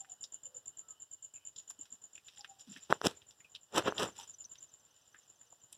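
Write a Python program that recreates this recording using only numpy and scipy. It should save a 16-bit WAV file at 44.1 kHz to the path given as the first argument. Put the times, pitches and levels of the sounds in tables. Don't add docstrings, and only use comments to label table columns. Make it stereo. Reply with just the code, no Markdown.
import sys
import numpy as np
from scipy import signal
from scipy.fft import rfft, irfft
from scipy.io import wavfile
from scipy.ndimage import uniform_filter1d

SR = 44100
rng = np.random.default_rng(int(sys.argv[2]) if len(sys.argv) > 2 else 0)


def generate_wav(signal):
    frames = np.transpose(np.atleast_2d(signal))
    scaled = np.clip(frames, -1, 1) * 32767
    pcm = np.round(scaled).astype(np.int16)
    wavfile.write(sys.argv[1], SR, pcm)


N = 254456

# peak t/s, level/dB, rise/s, fall/s, grit relative to the stroke/dB
RUBS = [(2.905, -27.5, 0.0031, 0.021, -19.5), (3.048, -28, 0.0074, 0.025, -8),
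        (3.069, -24, 0.0053, 0.0023, 2), (3.761, -25.5, 0.0092, 0.0093, -10),
        (3.781, -17, .014, 0.012, -13.5), (3.878, -21, .015, 0.013, -37), (3.997, -27.5, 0.0029, 0.031, -8),
        (4.027, -25.5, 0.024, 0.023, -13), (4.201, -62.5, 0.031, 0.044, 16.5)]


def undb(db):
    return 10 ** (np.asarray(db) / 20)


def unit(x):
    return x / np.sqrt(np.mean(x ** 2) + 1e-20)


def seconds(length):
    return np.arange(int(length * SR)) / SR


def curve(points, s):
    return np.interp(s, *np.transpose(points))


def add(out, s, x):
    i = int(round(s * SR))
    x = x[..., max(-i, 0):out.shape[-1] - i]
    out[..., max(i, 0):max(i, 0) + x.shape[-1]] += x


def band(x, hz, octaves):
    edges = np.clip([hz / 2 ** (octaves / 2), hz * 2 ** (octaves / 2)], 20, SR / 2 - 500)
    return signal.sosfilt(signal.butter(2, edges, "bandpass", fs=SR, output="sos"), x)


def colour(x, points):
    hz, db = np.transpose(points)
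    f = np.maximum(np.fft.rfftfreq(x.shape[-1], 1 / SR), 1)
    gain = undb(np.interp(np.log(f), np.log(hz), db))
    return unit(irfft(rfft(x) * gain, x.shape[-1]))


def walk(rate):
    hold = max(int(SR / rate), 1)
    steps = np.repeat(rng.standard_normal(N // hold + 1), hold)
    return unit(uniform_filter1d(steps, hold)[:N])


def grains(n, rate, spread_db):
    hits = rng.random(n) < rate / SR
    return hits * rng.standard_normal(n) * undb(spread_db * rng.standard_normal(n))


def glide(length, start_hz, end_hz):
    n = len(seconds(length))
    cycles = np.cumsum(np.linspace(start_hz, end_hz, n)) / SR + rng.random()
    return np.sqrt(np.hanning(n)) * np.sin(2 * np.pi * cycles)


def widen(x, lag_ms=.447):
    i = np.arange(len(x))
    shifted = np.interp(i - np.round(lag_ms * SR / 1000), i, x, left=0, right=0)
    return np.array([x, -shifted])


def echoes(x, t60, wet_db, channels=2):
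    t = seconds(t60)
    tail = rng.standard_normal((channels, len(t))) * np.exp(-np.log(1000) * t / t60)
    tail = unit(tail * (1 - np.exp(-t / .0015))) / np.sqrt(len(t))
    return undb(wet_db) * signal.fftconvolve(x[None], tail, axes=1)[:, :len(x)]


def night(air_db=-65, hiss_db=-72, trill_hz=2970, trill_db=-80, chorus_hz=7280, chorus_db=-75):
    # f/Hz, level/dB
    air_colour = [(40, -11.5), (100, 12), (250, 3), (600, -3), (1200, -9), (2000, -7), (3000, -13.5),
                  (4000, -10.5), (5500, -17), (9000, -23), (15000, -20)]
    hiss_colour = [(100, 2.5), (1000, -15), (5000, -.5), (10000, -3), (15000, -5.5)]
    air = undb(air_db + walk(5)) * colour(rng.standard_normal(N), air_colour)
    trill = undb(trill_db + 3.5 * walk(18)) * unit(band(rng.standard_normal(N), trill_hz, .1))
    chorus = undb(chorus_db + 3 * walk(25)) * unit(band(rng.standard_normal(N), chorus_hz, .07))
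    hiss = undb(hiss_db) * colour(rng.standard_normal((2, N)), hiss_colour)
    return widen(air + trill + chorus) + hiss


def hand_rumble(hz=88, octaves=.98, rest_db=-65, shake_db=-37, brace_s=.024, settle_s=.1, left_db=1):
    t = np.arange(N) / SR
    shake = sum(undb(db + shake_db) * np.exp(-np.maximum((s - t) / brace_s, (t - s) / settle_s))
                for s, db, *_ in RUBS)
    rumble = (undb(rest_db) + shake) * unit(band(rng.standard_normal(N), hz, octaves))
    return widen(rumble) * undb([[left_db], [-left_db]])


def hoots(gain_db=-1, hoot_s=.082, pitch_drop=.041):
    # t/s, pitch/Hz, level/dB, delay of the second note/s
    calls = [(-.03, 778, -64, 0.082), (.44, 528, -63.5, 0.071), (.797, 1325, -72.5, 0.0706),
             (2.362, 816.5, -62, 0.11)]
    dry = np.zeros(N)
    for s, hz, db, delay in calls:
        for start, pitch in [(s, hz), (s + delay, hz * (1 - pitch_drop))]:
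            add(dry, start, undb(db + gain_db) * glide(hoot_s, pitch * 1.008, pitch * .992))
    dry *= 1 + walk(120)
    return widen(dry) + echoes(dry, t60=.25, wet_db=1)


def cricket_rhythm(first_s=.0068, uneven_db=1.1):
    # t/s, rate/(chirps a second)
    tempo = [(0.0, 8.87), (0.55, 8.94), (0.9, 8.71), (1.15, 8.9), (2.3, 8.73), (2.7, 9.1), (3.1, 8.54),
             (4.0, 9.1), (4.3, 9.13), (4.8, 8.9), (5.77, 8.91)]
    # t/s, level/dB
    loudness = [(0, -50), (.3, -47), (.9, -50), (1.75, -46.5), (2.28, -57.5), (2.9, -55), (3.1, -57.5),
                (3.64, -60), (3.88, -53.5), (4.55, -50.5), (4.86, -64.5), (5.35, -60), (5.77, -59.5)]
    chirps, s = [], first_s
    while s < N / SR:
        chirps.append((s, curve(loudness, s) + uneven_db * rng.standard_normal()))
        s += 1 / curve(tempo, s)
    return chirps


def cricket(high_hz=7480, low_hz=6740, gain_db=-7, undertone_hz=2950, undertone_db=-29, clear_db=-47):
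    # t within the chirp/s, length/s, level/dB
    strokes = [(-.0245, 0.011, -3), (-.0105, .01, -6), (-.003, 0.0074, 5), (.004, 0.013, -5)]
    out = np.zeros((2, N))
    lead_s = .04
    for s, db in cricket_rhythm():
        wings = np.zeros(SR // 2)
        for start, length, stroke_db in strokes:
            detune = 1 + .006 * rng.standard_normal()
            tone = glide(length, high_hz * detune, low_hz * detune)
            undertone_gain = undb(undertone_db + 3 * rng.standard_normal())
            undertone = undertone_gain * glide(length, undertone_hz * 1.07, undertone_hz * .93)
            add(wings, lead_s + start, undb(stroke_db + 1.2 * rng.standard_normal()) * (tone + undertone))
        shade_db = np.clip((clear_db - db) / 2, 0, 5)
        wings += echoes(wings, t60=.11, wet_db=shade_db - 7, channels=1)[0]
        chirp = widen(wings) + echoes(wings, t60=.15, wet_db=-11)
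        add(out, s - lead_s, undb(db + gain_db) * unit(chirp))
    return out


def chewing(mouth_hz=3400, octaves=1.6, bite_db=3, gain_db=-1):
    # t/s, level/dB
    loudness = [(0, -60), (.2, -90), (1.3, -87), (2.1, -71), (2.38, -60), (2.53, -69.5), (2.83, -57),
                (3.25, -80.5), (4.5, -76), (5, -68.5), (5.77, -80)]
    clicks = grains(N, rate=3000, spread_db=4)
    jaw = undb(curve(loudness, np.arange(N) / SR) + gain_db + bite_db * walk(25))
    dry = jaw * unit(band(clicks, mouth_hz, octaves))
    return widen(dry) + echoes(dry, t60=.11, wet_db=-12)


def licks_and_skin(rasp_db=-25, crackle_db=-84):
    # t/s, peak level/dB, fade time/s, ring/Hz, band width/octaves
    bursts = [(.047, -48.5, 0.0049, 1900, 1.2), (0.24, -37.5, 0.011, 4700, 0.6),
              (0.342, -50.5, 0.0084, 8930, 0.15), (1.36, -53.5, 0.076, 2410, 0.22),
              (1.562, -47.5, 0.025, 4180, 0.63), (1.583, -48.5, 0.009, 4000, .45),
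              (1.6, -52.5, .04, 3770, 1.3), (1.705, -45, 0.02, 2920, 3.4), (1.856, -50.5, 0.025, 3000, 1.9),
              (2.157, -48, 0.0016, 2530, .38), (2.179, -42.5, 0.0014, 2300, 0.39),
              (2.284, -46, 0.0077, 2900, 1), (2.374, -49, .0026, 2880, 1.15),
              (2.409, -43, 0.0028, 4780, 0.38), (2.446, -38.5, 0.0056, 2210, 1.16),
              (2.596, -51, 0.025, 4500, 1.4), (2.763, -41.5, 0.021, 2120, 0.69),
              (2.773, -50.5, 0.0089, 4340, 1.5), (3.219, -50, 0.022, 2920, 0.88),
              (3.31, -48, 0.012, 4100, 1.3), (3.405, -46.5, 0.0032, 2140, 0.22),
              (3.446, -47, 0.0081, 2500, 0.14), (3.551, -38, 0.013, 3480, 0.67),
              (3.981, -28, .006, 3000, 0.97), (4.189, -49, 0.028, 867, 0.22),
              (4.443, -49.5, 0.0036, 4730, 0.45), (4.556, -47, 0.039, 3100, 1.24),
              (5.146, -44.5, .014, 1852, 0.57), (5.414, -59.5, 0.048, 1946, 0.81),
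              (5.526, -55.5, 0.0093, 675, 0.89), (5.727, -44.5, 0.0051, 8800, 0.58),
              (5.73, -51, 0.02, 3330, 0.88)]
    dry = np.zeros(N)
    t = seconds(.3) - .1
    for s, db, fade_s, hz, octaves in bursts:
        swell = np.exp(np.where(t < 0, t / (.15 * fade_s), -t / fade_s))
        snaps = swell * grains(len(t), rate=2600, spread_db=6)
        snaps[np.argmin(np.abs(t))] = 1.7 * np.abs(snaps).max()
        rasp = undb(rasp_db) * np.exp(-np.abs(t) / .011) * grains(len(t), rate=4000, spread_db=5)
        burst = band(snaps + rasp, hz, octaves)
        peak = np.sqrt(uniform_filter1d(burst ** 2, size=90).max())
        add(dry, s + t[0], undb(db) * burst / peak)
    crackle = grains(N, rate=60, spread_db=6)
    dry += undb(crackle_db + 3 * walk(2.3)) * unit(band(crackle, hz=4300, octaves=1.3))
    return widen(dry) + echoes(dry, t60=.11, wet_db=-12)


def gulps(gain_db=4, waver=.19):
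    # t/s, length/s, pitch/Hz, level/dB
    swallows = [(1.784, 0.022, 241.6, -54), (1.915, 0.041, 222.4, -60.5), (2.668, 0.069, 209, -43.5),
                (2.746, 0.05, 207, -51)]
    dry = np.zeros(N)
    for s, length, hz, db in swallows:
        n = len(seconds(length))
        phase = 2 * np.pi * np.cumsum(hz * (1 + waver * walk(251)[:n])) / SR
        tone = np.sin(phase) + .018 * np.sin(2 * phase)
        add(dry, s, undb(db + gain_db) * np.sqrt(np.hanning(n)) * tone)
    return widen(dry)


def knocks(snap_db=-22):
    # t/s, peak level/dB, contact time/ms, lag of the right channel/ms
    taps = [(2.896, -39.5, .5, 0.48), (2.9006, -25, 1.3, 0.58), (2.926, -3.5, 0.38, -0.39),
            (3.0152, -19.5, 0.24, 0.42), (3.0582, -12, 1.87, 0.47), (3.068, -10, 3.6, 0.41),
            (3.0689, -8.5, 0.02, 0.5), (3.782, -19.5, .3, 0.81), (3.8237, -27.5, .2, 0.38),
            (3.9231, -22, .5, 0.44), (4.087, -31, .4, 0.61)]
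    # f/Hz, time to fade by 60 dB/s, level/dB
    case_tones = [(189, 0.026, -22), (600, 0.0052, -5.5), (1450, 0.0025, 5.5), (3365, 0.0013, -5),
                  (5640, 0.004, 7.5)]
    out, t = np.zeros((2, N)), seconds(.03)
    ring = sum(undb(db) * np.sin(2 * np.pi * hz * t) * np.exp(-np.log(1000) * t / t60)
               for hz, t60, db in case_tones)
    pad = SR // 500
    for s, db, contact_ms, lag_ms in taps:
        push = np.hanning(int(contact_ms * SR / 1000) + 3)
        knock = np.pad(np.convolve(ring, push), pad)
        knock = signal.sosfilt(signal.butter(1, 260, "highpass", fs=SR, output="sos"), knock)
        knock /= np.abs(knock).max()
        snap = band(rng.standard_normal(len(t)) * np.exp(-t / .0005), hz=7000, octaves=1.6)
        add(knock, pad / SR, undb(snap_db) * snap / (1 + contact_ms ** 2))
        add(out, s - pad / SR, widen(-undb(db) * knock, lag_ms))
    return out


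def rubs(body_db=-1, left_db=1):
    # f/Hz, level/dB
    slip_colour = [(40, -21), (100, 1), (200, -2), (420, 0), (700, -8.5), (1200, -12.5), (1700, -13.5),
                   (2800, -16), (4500, -26), (7500, -34.5), (11000, -48), (15000, -46.5)]
    # f/Hz, level/dB
    grit_colour = [(600, -19.5), (1500, -11.5), (2900, -6.5), (5000, -9.5), (7500, -10.5), (11000, -22),
                   (15500, -28)]
    t = np.arange(N) / SR
    slip_power, grit_power = np.zeros(N), np.zeros(N)
    for s, db, rise, fall, grit_db in RUBS:
        from_peak = np.maximum((s - t) / rise, (t - s) / fall)
        power = undb(db) ** 2 * np.exp(-2 * np.minimum(from_peak, 20))
        slip_power += power
        grit_power += power * undb(grit_db) ** 2
    slips = np.sqrt(slip_power) * colour(grains(N, rate=9000, spread_db=2.5), slip_colour)
    grit = np.sqrt(grit_power) * colour(grains(N, rate=3000, spread_db=5), grit_colour)
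    dry = undb(body_db) * slips + grit
    return (widen(dry) + echoes(dry, t60=.49, wet_db=-22.5)) * undb([[left_db], [-left_db]])


def ticking_insect(high_hz=6500, low_hz=5750, gain_db=-1, tick_s=.016, period_s=.1084):
    # start t/s, end t/s
    runs = [(3.909, 4.5), (4.585, 5.28), (5.362, 5.52), (5.6, 5.65)]
    # t/s, level/dB
    loudness = [(3.9, -47), (4.13, -54.5), (4.44, -42.5), (4.92, -59.5), (5.25, -56.5), (5.77, -57)]
    dry = np.zeros(N)
    for start, end in runs:
        for s in np.arange(start, end, period_s):
            add(dry, s - tick_s / 2, undb(curve(loudness, s) + gain_db) * glide(tick_s, high_hz, low_hz))
    dry *= np.abs(1 + .55 * walk(700))
    return widen(dry) + echoes(dry, t60=.06, wet_db=-5)


def scene():
    return (cricket() + ticking_insect() + licks_and_skin() + chewing() + gulps() + hoots()
            + rubs() + knocks() + hand_rumble() + night())


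def record(dry, quiet_db=-50, bass_cut_db=11, treble_cut_db=4, split_hz=350, top_hz=15800):
    heard = signal.sosfilt(signal.butter(2, [36, 14500], "bandpass", fs=SR, output="sos"), dry)
    power = uniform_filter1d(np.mean(heard ** 2, axis=0), size=600)
    above_quiet_db = 10 * np.log10(np.maximum(power, 1e-12)) - quiet_db
    bass = signal.sosfiltfilt(signal.butter(1, split_hz, fs=SR, output="sos"), heard)
    bass_gain = undb(np.clip(above_quiet_db, -bass_cut_db, 0))
    treble_gain = undb(np.clip(above_quiet_db, -treble_cut_db, 0))
    cleaned = bass * bass_gain + (heard - bass) * treble_gain
    return signal.sosfilt(signal.ellip(10, .2, 80, top_hz, fs=SR, output="sos"), cleaned)


dry = scene()
out = record(dry)
generate_wav(out)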